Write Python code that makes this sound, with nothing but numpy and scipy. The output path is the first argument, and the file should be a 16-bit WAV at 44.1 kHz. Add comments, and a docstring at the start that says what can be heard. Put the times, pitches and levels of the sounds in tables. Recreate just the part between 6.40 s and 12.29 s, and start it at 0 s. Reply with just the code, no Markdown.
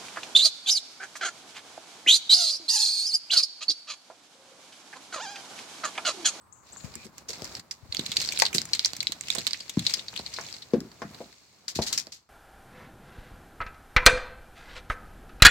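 """A stiff jacket rustles and snaps right at the microphone, its folds buckling as the wearer carries
a camera through a motorhome doorway. Wind puffs once on one side of the microphone, the door squeaks
faintly, a plastic fitting clacks close by, feet knock on the hollow floor and the hand rubs and
rumbles on the camera. At first a bird chirps outside over a far road; near the end a run of short,
hissing scrapes sounds in the small cabin."""
import sys
import numpy as np
from scipy import signal
from scipy.fft import rfft, irfft
from scipy.io import wavfile
from scipy.ndimage import uniform_filter1d

SR = 44100
rng = np.random.default_rng(int(sys.argv[2]) if len(sys.argv) > 2 else 0)


def master_out(mix):
    """Clip the mix to full scale and print it as 16-bit PCM to the path in sys.argv[1]."""
    frames = np.transpose(np.atleast_2d(mix))
    ceiling = np.clip(frames, -1, 1)
    pcm = np.round(ceiling * 32767).astype(np.int16)
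    wavfile.write(sys.argv[1], SR, pcm)


N = 259749
TIME = np.arange(N) / SR
SHORT, LONG = TIME[:2048], TIME[:16384]
MIDDLING_DB = -30  # a snap or thump of ordinary strength

# body movement: t/s, sliding cloth/dB, rubbing hand/dB
BODY_MOTION = [(0, -72, -68), (.22, -73, -64), (.27, -54, -62.5), (.44, -53, -53.5), (.65, -50, -57),
               (.71, -66, -63), (.79, -51.5, -56.5), (.87, -66, -60.5), (.9, -46, -53), (1.18, -47, -50.5),
               (1.23, -65, -64), (1.49, -59, -61), (1.55, -46, -52), (1.76, -42, -51), (1.81, -33, -50.5),
               (1.91, -42, -51.5), (2.03, -35, -50), (2.1, -51, -49.5), (2.42, -45, -55.5),
               (2.78, -51, -56.5), (2.93, -39.5, -55), (3.3, -50, -60), (3.52, -37, -54), (3.65, -49, -56),
               (4.1, -43.5, -54.5), (4.3, -55.5, -60), (4.5, -57, -57), (4.82, -51, -55),
               (4.96, -55.5, -67.5), (5.26, -60, -65), (5.5, -54, -49), (5.66, -58, -62), (5.89, -72, -80)]
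# steps, bumps and, at 0.44 s, a low puff of wind on one side of the microphone:
# t/s, peak level/dB, lowest f/Hz, highest f/Hz, panel ring/dB, left-right/dB
THUMPS = [(.362, -35, 1010, 1590, -18, -5), (.440, -31, 75, 235, -7.5, 27),
          (0.558, -42.5, 69, 382, 4, 10.5), (0.653, -45.5, 160, 473, 8.5, 7), (.894, -40, 376, 563, 3.5, 5),
          (1.021, -28.5, 69.6, 715, -9, 7), (1.422, -43, 59.6, 132, -16, 25),
          (1.483, -43.5, 59.6, 110, -8, 24), (1.591, -24.5, 153, 425, -8, 3),
          (2.147, -25.5, 133, 406, 0.5, 2), (2.533, -34.5, 220, 900, -35, -14.5),
          (2.693, -39, 190, 384, -7, 4), (2.953, -25.5, 300, 2240, 2, -19), (2.98, -27, 131, 670, -4, -14),
          (3.371, -12.5, 121, 298, -8.5, 2.5), (3.731, -33, 400, 1700, -14.5, 6),
          (3.796, -27, 119, 940, -14, 5), (3.9863, -19, 470, 1910, -5.5, 5.5),
          (4.335, -10, 206, 503, -0.5, 4.5), (4.364, -24.5, 204, 300, 5.5, -1),
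          (4.414, -31, 203, 380, -9, 3), (4.448, -37.5, 210, 380, -1, 2), (4.619, -21, 250, 2010, 2, 2),
          (4.648, -33.5, 148, 267, -5, 2), (4.804, -32, 255, 816, 5.5, 2.5),
          (5.361, -30, 50, 354, -17, 4.5), (5.376, -30, 45, 109, -16, 2), (5.3893, -12, 151, 850, -4, 3.5),
          (5.671, -38.5, 250, 780, -7.5, 0)]
# the jacket's loudest snaps: t/s, level/dB, f/Hz, bright part/dB, left-right/dB, buckling t60/s
FOLD_SNAPS = [(0.5543, -40, 7500, 3.5, 2, 0.01), (0.781, -47.5, 5570, 7, -4.5, .013),
              (0.8926, -38.5, 4800, 2, -6, .021), (0.9046, -35.5, 4700, -3, -6.5, 0.022),
              (0.931, -37.5, 4600, -5, -1, 0.06), (1.0201, -42.5, 4900, 1, 3.5, .017),
              (1.0443, -36.5, 5300, -2, 4.5, .012), (1.0516, -39.5, 4900, -1.5, -4, 0.04),
              (1.152, -32, 5000, -14.5, -1, 0.011), (1.1954, -41.5, 4640, -1, -3, 0.035),
              (1.3109, -29.5, 5300, -12.5, -3, 0.031), (1.5248, -26.5, 4160, -19, -2.5, .016),
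              (1.5475, -29, 3350, -4, -1, 0.0087), (1.569, -24.5, 4430, -29.5, -10, .007),
              (1.5938, -24.5, 3760, -8, -7, 0.018), (1.6626, -29, 4260, -4, -6, .023),
              (1.7174, -26, 4060, -5.5, -2.5, 0.035), (1.7686, -16, 4400, -10.5, -1.5, 0.015),
              (1.8158, -30.5, 4400, 2, -2, 0.023), (1.8893, -22.5, 4330, -20, -2, 0.0077),
              (1.9227, -29.5, 2600, 0, 5, .022), (1.975, -26, 4100, -23, -3, .008),
              (1.9899, -24, 8300, -5, -1.5, .023), (1.999, -21, 4940, -1.5, -5.5, 0.02),
              (2.053, -20, 4400, -12, -1.5, 0.03), (2.064, -21.5, 4000, -14, -3, 0.022),
              (2.1296, -31, 2280, -4, -4, 0.032), (2.1825, -16.5, 4230, -14, -9, 0.014),
              (2.217, -33.5, 5100, 1.5, 11.5, 0.0037), (2.254, -40, 7300, 2.5, 4, 0.012),
              (2.3334, -16, 4480, -28, 7, 0.023), (2.3494, -27.5, 4200, -2.5, -2, 0.043),
              (2.394, -18.5, 4160, -17, -2, 0.0056), (2.4475, -15.5, 4580, -32, -4.5, 0.025),
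              (2.4586, -21, 5850, -6, 1.5, 0.013), (2.5337, -34, 4500, -1.5, -10, 0.0039),
              (2.5662, -38.5, 5610, 3, 2, 0.01), (2.605, -21.5, 4300, -34, 4, 0.026),
              (2.6288, -33.5, 2420, 0, -12, 0.02), (2.67, -19.5, 4170, -26, 2, 0.012),
              (2.721, -28, 4200, -2, -3, 0.02), (2.81, -30.5, 7660, -1, -11, 0.0062),
              (2.8842, -32.5, 2920, -3.5, 1.5, .013), (2.9028, -19, 3800, -8, -13, 0.013),
              (2.9503, -31, 8000, 5, -16, 0.028), (2.9834, -26.5, 4200, -3, -5, .045),
              (3.068, -19, 3900, -7, -7, 0.0073), (3.074, -23.5, 4570, -6, -10, 0.02),
              (3.1091, -31.5, 4770, -21, -4, 0.014), (3.1328, -22, 4370, -21.5, -3.5, .016),
              (3.1442, -33.5, 2300, -19, -3, .032), (3.205, -33, 4540, -23, 0, 0.028),
              (3.2952, -35.5, 3860, 5, 3, 0.035), (3.3931, -29, 4030, -3.5, 1.5, 0.023),
              (3.4663, -15.5, 4240, -35.5, 3.5, 0.032), (3.4961, -30, 4400, -3.5, 6, 0.1),
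              (3.5385, -18.5, 4960, -8, 7, .025), (3.593, -31.5, 3800, -15, 5, 0.041),
              (3.6827, -31, 4400, -31, 1, 0.033), (3.7625, -29.5, 3230, -8.5, 8, 0.037),
              (3.7754, -29.5, 4380, -17.5, 3, 0.02), (3.7905, -32.5, 4300, -12, -1, 0.054),
              (3.863, -30.5, 4260, -33, 5.5, .023), (3.9382, -32.5, 5000, -6, 3, 0.053),
              (3.9632, -32, 4290, -29, 3.5, 0.059), (4.127, -35.5, 5000, -26, 6.5, .006),
              (4.1398, -36.5, 4340, -25.5, 3.5, .05), (4.221, -37, 4160, -41, 2, 0.064),
              (4.4044, -42.5, 5200, -1.5, 3, 0.0055), (5.282, -27.5, 4750, -19, 10, 0.0058),
              (5.357, -35, 4320, -2, 1, 0.039), (5.4212, -25, 4400, -17, -.5, 0.064),
              (5.5284, -27.5, 4320, 3.5, 7, 0.017), (5.5773, -23.5, 5300, -3, 0, 0.023),
              (5.6697, -41.5, 4840, -7.5, -2, .004)]


def amp(db):
    """Decibels to gain."""
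    return 10 ** (np.asarray(db) / 20)


def unit_rms(x):
    """Scales to a mean power of one."""
    return x / np.sqrt(np.mean(x ** 2) + 1e-20)


def unit_energy(x):
    """Scales each channel to an energy of one."""
    return x / np.sqrt(np.sum(x ** 2, -1, keepdims=True) + 1e-20)


def fade(t, t60):
    """Falls by 60 dB in t60 seconds."""
    return np.exp(-np.log(1000) * t / np.maximum(t60, 1e-4))


def read(points, hz):
    """Reads a table on a log-frequency axis."""
    f, value = np.transpose(points)
    return np.interp(np.log(hz + 1), np.log(f + 1), value)


def pan(db):
    """Left and right gains of constant power."""
    return unit_rms(amp([[db / 2], [-db / 2]]))


def add(mix, s, sound):
    """Mixes a stereo sound in at time s."""
    part = mix[:, max(round(s * SR), 0):][:, :sound.shape[-1]]
    part += sound[..., :part.shape[1]]


def convolve(x, response):
    """Convolves along time and keeps the length of x."""
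    return signal.fftconvolve(np.atleast_2d(x), np.atleast_2d(response), axes=1)[:, :x.shape[-1]]


def cut(x, order, hz, keep="low"):
    """Low-pass or high-pass filter."""
    return signal.sosfilt(signal.butter(order, hz, keep, fs=SR, output="sos"), x)


def causal(spectrum, size=4096):
    """Minimum-phase impulse response with the given spectrum."""
    gains = amp(read(spectrum, np.fft.rfftfreq(size, 1 / SR)))
    cepstrum = irfft(np.log(gains))
    cepstrum[1:size // 2] *= 2
    cepstrum[size // 2 + 1:] = 0
    return unit_energy(irfft(np.exp(rfft(cepstrum)))[:size // 2])


def resonate(x, hz, width_hz):
    """Passes x through one resonance."""
    hz = min(hz, SR / 3)
    return signal.lfilter(*signal.iirpeak(hz, max(hz / width_hz, .5), fs=SR), x)


def ring(modes, t):
    """Damped sines that start at t = 0."""
    t = np.maximum(t, 0)
    return sum(amp(db) * fade(t, t60) * np.sin(2 * np.pi * hz * t) for hz, db, t60 in modes)


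def noise(t, alike=0):
    """Stereo white noise as long as t, its channels correlated by alike."""
    left, other = rng.standard_normal((2, len(t)))
    alike = np.clip(alike, -1, 1)
    return np.array([left, alike * left + np.sqrt(1 - alike ** 2) * other])


def flutter(t, samples):
    """Random wavering of unit power, smoothed over so many samples."""
    return unit_rms(uniform_filter1d(rng.standard_normal(len(t)), size=samples))


def rough_glide(length_s, start_hz, end_hz, width_hz):
    """A gliding tone whose strength jitters, which smears it over width_hz."""
    t = np.arange(0, length_s, 1 / SR)
    jitter = cut(noise(LONG)[:, :len(t)], 2, width_hz / 2)
    glide = signal.chirp(t, start_hz, length_s, end_hz)
    return unit_rms(signal.windows.tukey(len(t), .5) * jitter * glide)


def wake(kicks, t60):
    """Strength over time of a movement that each (t/s, level/dB) kick sets off and that dies away."""
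    power = np.zeros(N)
    for s, db in kicks:
        power[round(s * SR)] += amp(db) ** 2
    return np.sqrt(signal.lfilter([1], [1, -fade(1 / SR, t60) ** 2], power + 1e-24))


def motion(part):
    """Gain over time of the moving "cloth" or "hand"."""
    times, cloth_db, hand_db = np.transpose(BODY_MOTION)
    return amp(np.interp(TIME, times, {"cloth": cloth_db, "hand": hand_db}[part]))


def moments(part, count, crowding=1.4):
    """Random (t/s, level/dB) moments, crowded where that part moves briskly."""
    strength = motion(part)
    chance = np.cumsum(strength ** crowding)
    at = np.searchsorted(chance, chance[-1] * (np.arange(count) + rng.random(count)) / count)
    return zip(at / SR, 20 * np.log10(strength[at]))


def traffic(db=-62, inside_db=-12):
    """A far road, fading as the microphone passes through the doorway."""
    # road roar: f/Hz, level/dB
    spectrum = [(100, 3.5), (500, -23.5), (900, -0.5), (1150, 1.5), (1500, -7), (2200, -31), (5000, -31)]
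    roar = unit_rms(convolve(noise(TIME, alike=0.16), causal(spectrum)))
    return roar * amp(db + np.interp(TIME, [.4, 2.5], [0, inside_db]))


def handling(rumble_db=-5, rub_jolt_db=-2, uneven_db=2):
    """Sleeve and hand rub unevenly; the carried camera rumbles; both swell after each thump."""
    # rubbing on the camera: f/Hz, level/dB
    rub_spectrum = [(120, -8.5), (220, 1), (450, -0.5), (700, -1), (1050, -3), (1500, -6), (2200, -11),
                    (4000, -23.5)]
    # rumble of the camera body: f/Hz, level/dB
    rumble_spectrum = [(20, -33.5), (40, -10), (65, 1.5), (100, 2.5), (190, -0.5), (300, -11), (600, -50)]
    moving = motion("hand")
    jolts = wake([(s, -42 + 0.5 * db) for s, db, *_ in THUMPS], t60=0.4)
    grip = amp(uneven_db * flutter(TIME, samples=700))
    rub = convolve(grip * noise(TIME, alike=0.52), causal(rub_spectrum))
    rumble = convolve(noise(TIME, alike=0.88), causal(rumble_spectrum, size=16384))
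    return (np.hypot(moving, amp(rub_jolt_db) * jolts) * unit_rms(rub)
            + np.hypot(amp(rumble_db) * moving, jolts) * unit_rms(rumble))


def rustle(ticks_per_s=800, spread_db=4, crinkle_db=2, slide_db=-4, clump_db=4, slip_db=-19.5):
    """Sliding cloth hisses while tiny creases tick in clumps; fast movement creases it harder."""
    # jacket cloth, close up: f/Hz, level/dB
    spectrum = [(900, -23), (1600, -7), (2300, -0.5), (3200, -4.5), (4300, 3.5), (5600, -1), (7600, -2),
                (9500, -16), (13000, -16.5), (16000, -19)]
    slips = wake([(s, db + slip_db) for s, db, *_ in FOLD_SNAPS], t60=0.18)  # freed cloth slides on
    speed = np.hypot(motion("cloth"), slips)
    crinkle, pitches = np.zeros((2, N)), np.geomspace(2200, 7600, num=12)
    for hz in pitches:
        at = rng.integers(0, N, int(ticks_per_s * N / SR / len(pitches)))
        strength = amp(spread_db * np.minimum(rng.exponential(1, len(at)), 3))
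        ticks = np.zeros((2, N))
        ticks[:, at] = strength * rng.uniform(-1.07, 1, (2, len(at)))
        crinkle += resonate(ticks, hz, width_hz=800) + 0.14 * ticks
    clumps = amp(clump_db * np.tanh(flutter(TIME, samples=300)))
    colour = causal(spectrum)
    creasing = clumps * np.sqrt(speed / speed.max()) * unit_rms(convolve(crinkle, colour))
    slide = unit_rms(convolve(noise(TIME, alike=0.016), colour))
    return speed * (amp(crinkle_db) * creasing + amp(slide_db) * slide)


def bird(gain_db=-6, echo_db=-1, echo_t60=0.72, side_db=8):
    """Thin, raspy rising chirps off to the left, scattered by the walls outside."""
    # upward flicks: t/s, relative level/dB, start f/Hz, end f/Hz
    chirps = [(.008, -55, 7950, 8500), (0.122, -46, 5820, 8460), (0.321, -40, 6230, 8320),
              (.368, -39.5, 6500, 7700)]
    out = np.zeros((2, N))
    for s, db, start_hz, end_hz in chirps:
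        chirp = rough_glide(0.0157, start_hz, end_hz, width_hz=580)
        add(out, s, amp(gain_db + db) * pan(side_db) * chirp)
    walls = unit_energy(noise(LONG) * fade(LONG, echo_t60))
    return out + amp(echo_db) * convolve(out, walls)


def small_knocks(count=26, over_db=8, spread_db=2.5, low_hz=140, high_hz=520, ring_db=-6):
    """Light bumps of hand and elbow come at random while the hand is busy; rows as in THUMPS."""
    rows = []
    for (s, db), (force, pitch, side) in zip(moments("hand", count), rng.uniform(-2, 2.2, (count, 3))):
        level_db = db + over_db + spread_db * force
        shift = 2 ** (0.65 * pitch)
        rows.append((s, level_db, low_hz * shift, high_hz * shift, ring_db, 4 * side))
    return rows


def thumps(grit_db=-31):
    """Steps, bumps and a one-sided puff of wind: each a short push, with panel and cabin ring."""
    # floor and wall panel modes: f/Hz, level/dB, t60/s
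    panel_modes = [(160, -13.5, 0.14), (230.8, -3, 0.16), (262, -4.5, 0.058), (312, -15.5, 0.096),
                   (386, -8.5, 0.13), (495, -1.5, 0.077), (682, -5.5, 0.14), (822, -8.5, 0.11),
                   (1087, -4.5, 0.082)]
    out, panels = np.zeros((2, N)), ring(panel_modes, LONG)
    for s, db, low_hz, high_hz, ring_db, side_db in THUMPS + small_knocks():
        pulse = cut(signal.unit_impulse(len(LONG)), 4, low_hz, "high")
        push = unit_energy(cut(pulse, 7, high_hz) + amp(grit_db) * cut(pulse, 2, 3 * high_hz))
        ringing = unit_energy(convolve(push, panels))
        room = cabin(alike=1.45 * np.exp(-(high_hz / 1500) ** 2))
        # shaken panels fill the cabin; loud thumps are near, so drier
        tail_db = -0.5 + 0.76 * ring_db - 0.0617 * (db - MIDDLING_DB)
        sound = push + amp(ring_db) * ringing + amp(tail_db) * unit_energy(convolve(push, room))
        add(out, s, amp(db) * pan(side_db) * sound / abs(push).max())
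    return out


def cabin(alike):
    """Dense reflections of a small furnished room, each band dying at its own speed."""
    # cabin reverberation: f/Hz, t60/s
    decay_times = [(80, 0.52), (250, 0.095), (800, 0.15), (3000, 0.16), (7000, 0.079), (15000, 0.034)]
    hz, t, bands = signal.stft(noise(LONG, alike), SR, nperseg=256)
    _, tail = signal.istft(bands * fade(t, read(decay_times, hz)[:, None]), SR, nperseg=256)
    onset = np.clip(LONG / 0.002 - .5, 0, 1)
    return unit_energy(tail[:, :len(LONG)] * onset)


def scuffs(scuff_db=-27, db_per_octave=5, middling_hz=500):
    """A short, dull crunch goes with each row of THUMPS, strongest where a hard contact scuffs."""
    # scuff of a sole or sleeve: f/Hz, level/dB
    spectrum = [(100, -14.5), (500, -2), (1000, 5), (2000, -1.5), (3000, -5.5), (5500, -2), (9000, -22),
                (16000, -35)]
    kicks = [(s, db + scuff_db + db_per_octave * np.log2(high_hz / middling_hz))
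             for s, db, _, high_hz, *_ in THUMPS]
    return convolve(wake(kicks, t60=0.079) * noise(TIME, alike=.45), causal(spectrum))


def scrapes(width_hz=900, tone_db=-5, grain_db=3):
    """Quick, grainy bursts of friction nearby, each with one broad resonance."""
    # scraping strokes: t/s, level/dB, rise/s, t60/s, f/Hz, left-right/dB
    strokes = [(0.435, -44.5, 0.012, 0.14, 2550, -2), (.640, -46.5, .015, 0.089, 7300, -10),
               (0.883, -35, 0.0051, 0.18, 5550, 1), (1.309, -42, 0.0016, 0.15, 5950, 1),
               (2.0198, -11.5, 0.0015, 0.022, 4640, 8), (2.141, -20.5, .008, 0.11, 7400, -2.5),
               (5.28, -28, 0.0025, 0.12, 4800, 3), (5.348, -29.5, 0.013, 0.13, 4470, 2),
               (5.415, -28, 0.0064, 0.16, 4530, 4), (5.463, -27, .005, 0.18, 4360, 2),
               (5.524, -26, 0.0071, 0.15, 4500, 2), (5.575, -24, 0.0023, 0.13, 5160, 6),
               (5.719, -39.5, .004, 0.19, 4600, 1.5)]
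    # friction hiss: f/Hz, level/dB
    spectrum = [(200, -40), (1000, -21), (2000, -9), (3000, -10), (4600, -1.5), (7300, -2.5), (10000, -22),
                (13000, -18), (16000, -29)]
    out, colour = np.zeros((2, N)), causal(spectrum)
    for s, db, rise, t60, hz, side_db in strokes:
        friction = amp(grain_db * flutter(LONG, samples=60)) * noise(LONG)
        hiss = unit_rms(convolve(friction, colour))
        tone = amp(tone_db) * unit_rms(resonate(friction, hz, width_hz))
        envelope = np.minimum(LONG / rise, 1) * fade(np.maximum(LONG - rise, 0), t60)
        add(out, s, amp(db) * pan(side_db) * envelope * unit_rms(hiss + tone))
    return out


def hinge(start_s=.515, db=-58):
    """The swinging door gives a faint, rough squeak that rises."""
    out = np.zeros((2, N))
    add(out, start_s, amp(db) * rough_glide(length_s=.15, start_hz=2250, end_hz=2530, width_hz=280))
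    return out


def snaps(crumple_db=-11, crumple_t60=0.037, span_s=0.0052):
    """A fold buckles in milliseconds and crumples on briefly; the fabric rings for a few cycles."""
    # dull part of a snap: f/Hz, level/dB
    dull_spectrum = [(30, -29.5), (120, -4.5), (250, 2), (600, -5.5), (1200, 5.5), (2100, 14.5), (3000, -6),
                     (5000, -31.5), (9000, -68)]
    # bright part of a snap: f/Hz, level/dB
    bright_spectrum = [(2000, -10.5), (4500, 5), (7300, 11), (9500, -6.5), (12500, -4.5), (16000, -9.5)]
    out, dull, bright = np.zeros((2, N)), causal(dull_spectrum), causal(bright_spectrum)
    for s, db, hz, bright_db, side_db, buckle_t60 in FOLD_SNAPS + small_snaps():
        buckle = unit_energy(noise(SHORT, alike=0.25) * fade(SHORT, buckle_t60))
        crumple = unit_energy(noise(SHORT) ** 3 * fade(SHORT, crumple_t60))
        jerk = buckle + amp(crumple_db) * crumple
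        release = np.zeros((2, len(SHORT)))
        lag = int(np.clip(round(side_db), -8, 8))  # samples: the nearer port hears it first
        release[[0, 1], [max(-lag, 0), max(lag, 0)]] = 1
        release *= 2 * np.exp(-buckle_t60 / 0.02)  # a quick snap lets go all at once
        tone = resonate(resonate(jerk + release, hz, width_hz=650), hz, width_hz=3360)
        # the dull part is weaker in hard snaps, stronger in bright ones
        dull_db = -12 - 0.376 * (db - MIDDLING_DB) + .25 * bright_db
        sound = (unit_energy(tone) + amp(dull_db) * unit_energy(convolve(jerk, dull))
                 + amp(bright_db) * unit_energy(convolve(jerk, bright)))
        add(out, s, amp(db) * np.sqrt(span_s * SR) * pan(side_db) * sound)
    return out


def small_snaps(count=64, over_db=3, spread_db=2, hz=4450, bright_db=-7, t60=0.023):
    """Lesser folds give way at random, more often and harder in fast movement; rows as in FOLD_SNAPS."""
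    folds = zip(moments("cloth", count), rng.standard_normal((count, 3)))
    return [(s, db + over_db + spread_db * force, hz * 2 ** (0.22 * pitch), bright_db, 4 * side, t60)
            for (s, db), (force, pitch, side) in folds]


def clack(start_s=2.0214, db=-13, right_lag_s=0.00045, lowest_hz=560, chatter_db=-4, chatter_t60=.02):
    """A plastic door fitting, too small to radiate bass, is struck near the microphone and chatters."""
    # modes of the fitting: f/Hz, level/dB, t60/s
    modes = [(877, 3.5, 0.021), (826, -12, 0.12), (1088, -1.5, 0.025), (1656, 0.5, 0.013),
             (1910, 0.5, 0.019), (2460, -6, 0.022), (3300, -12, .014), (4900, -26.5, 0.014)]
    out = np.zeros((2, N))
    contacts = amp(chatter_db) * unit_energy(noise(LONG) * fade(LONG, chatter_t60))
    contacts[:, 0] += 1  # the first strike
    fitting = ring(modes, LONG - np.array([[0], [right_lag_s]]))
    add(out, start_s, amp(db) * convolve(contacts, fitting))
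    return cut(out, 3, lowest_hz, "high")


def scene(room_db=-15):
    """Close sounds with a little of the cabin, over thumps, handling noise and the outdoors."""
    near = snaps() + clack() + scrapes() + hinge()
    room = amp(room_db) * convolve(near, cabin(alike=0.1))
    return near + room + rustle() + thumps() + scuffs() + handling() + bird() + traffic()


def record(dry):
    """The microphone rounds the highest peaks and drops the deepest bass and the top of the treble."""
    thinned = cut(np.tanh(dry), order=5, hz=50, keep="high")
    band_limit = signal.firwin(255, cutoff=16300, window=("kaiser", 9), fs=SR)
    return signal.oaconvolve(thinned, band_limit[None], "same")


dry = scene()
out = record(dry)
master_out(out)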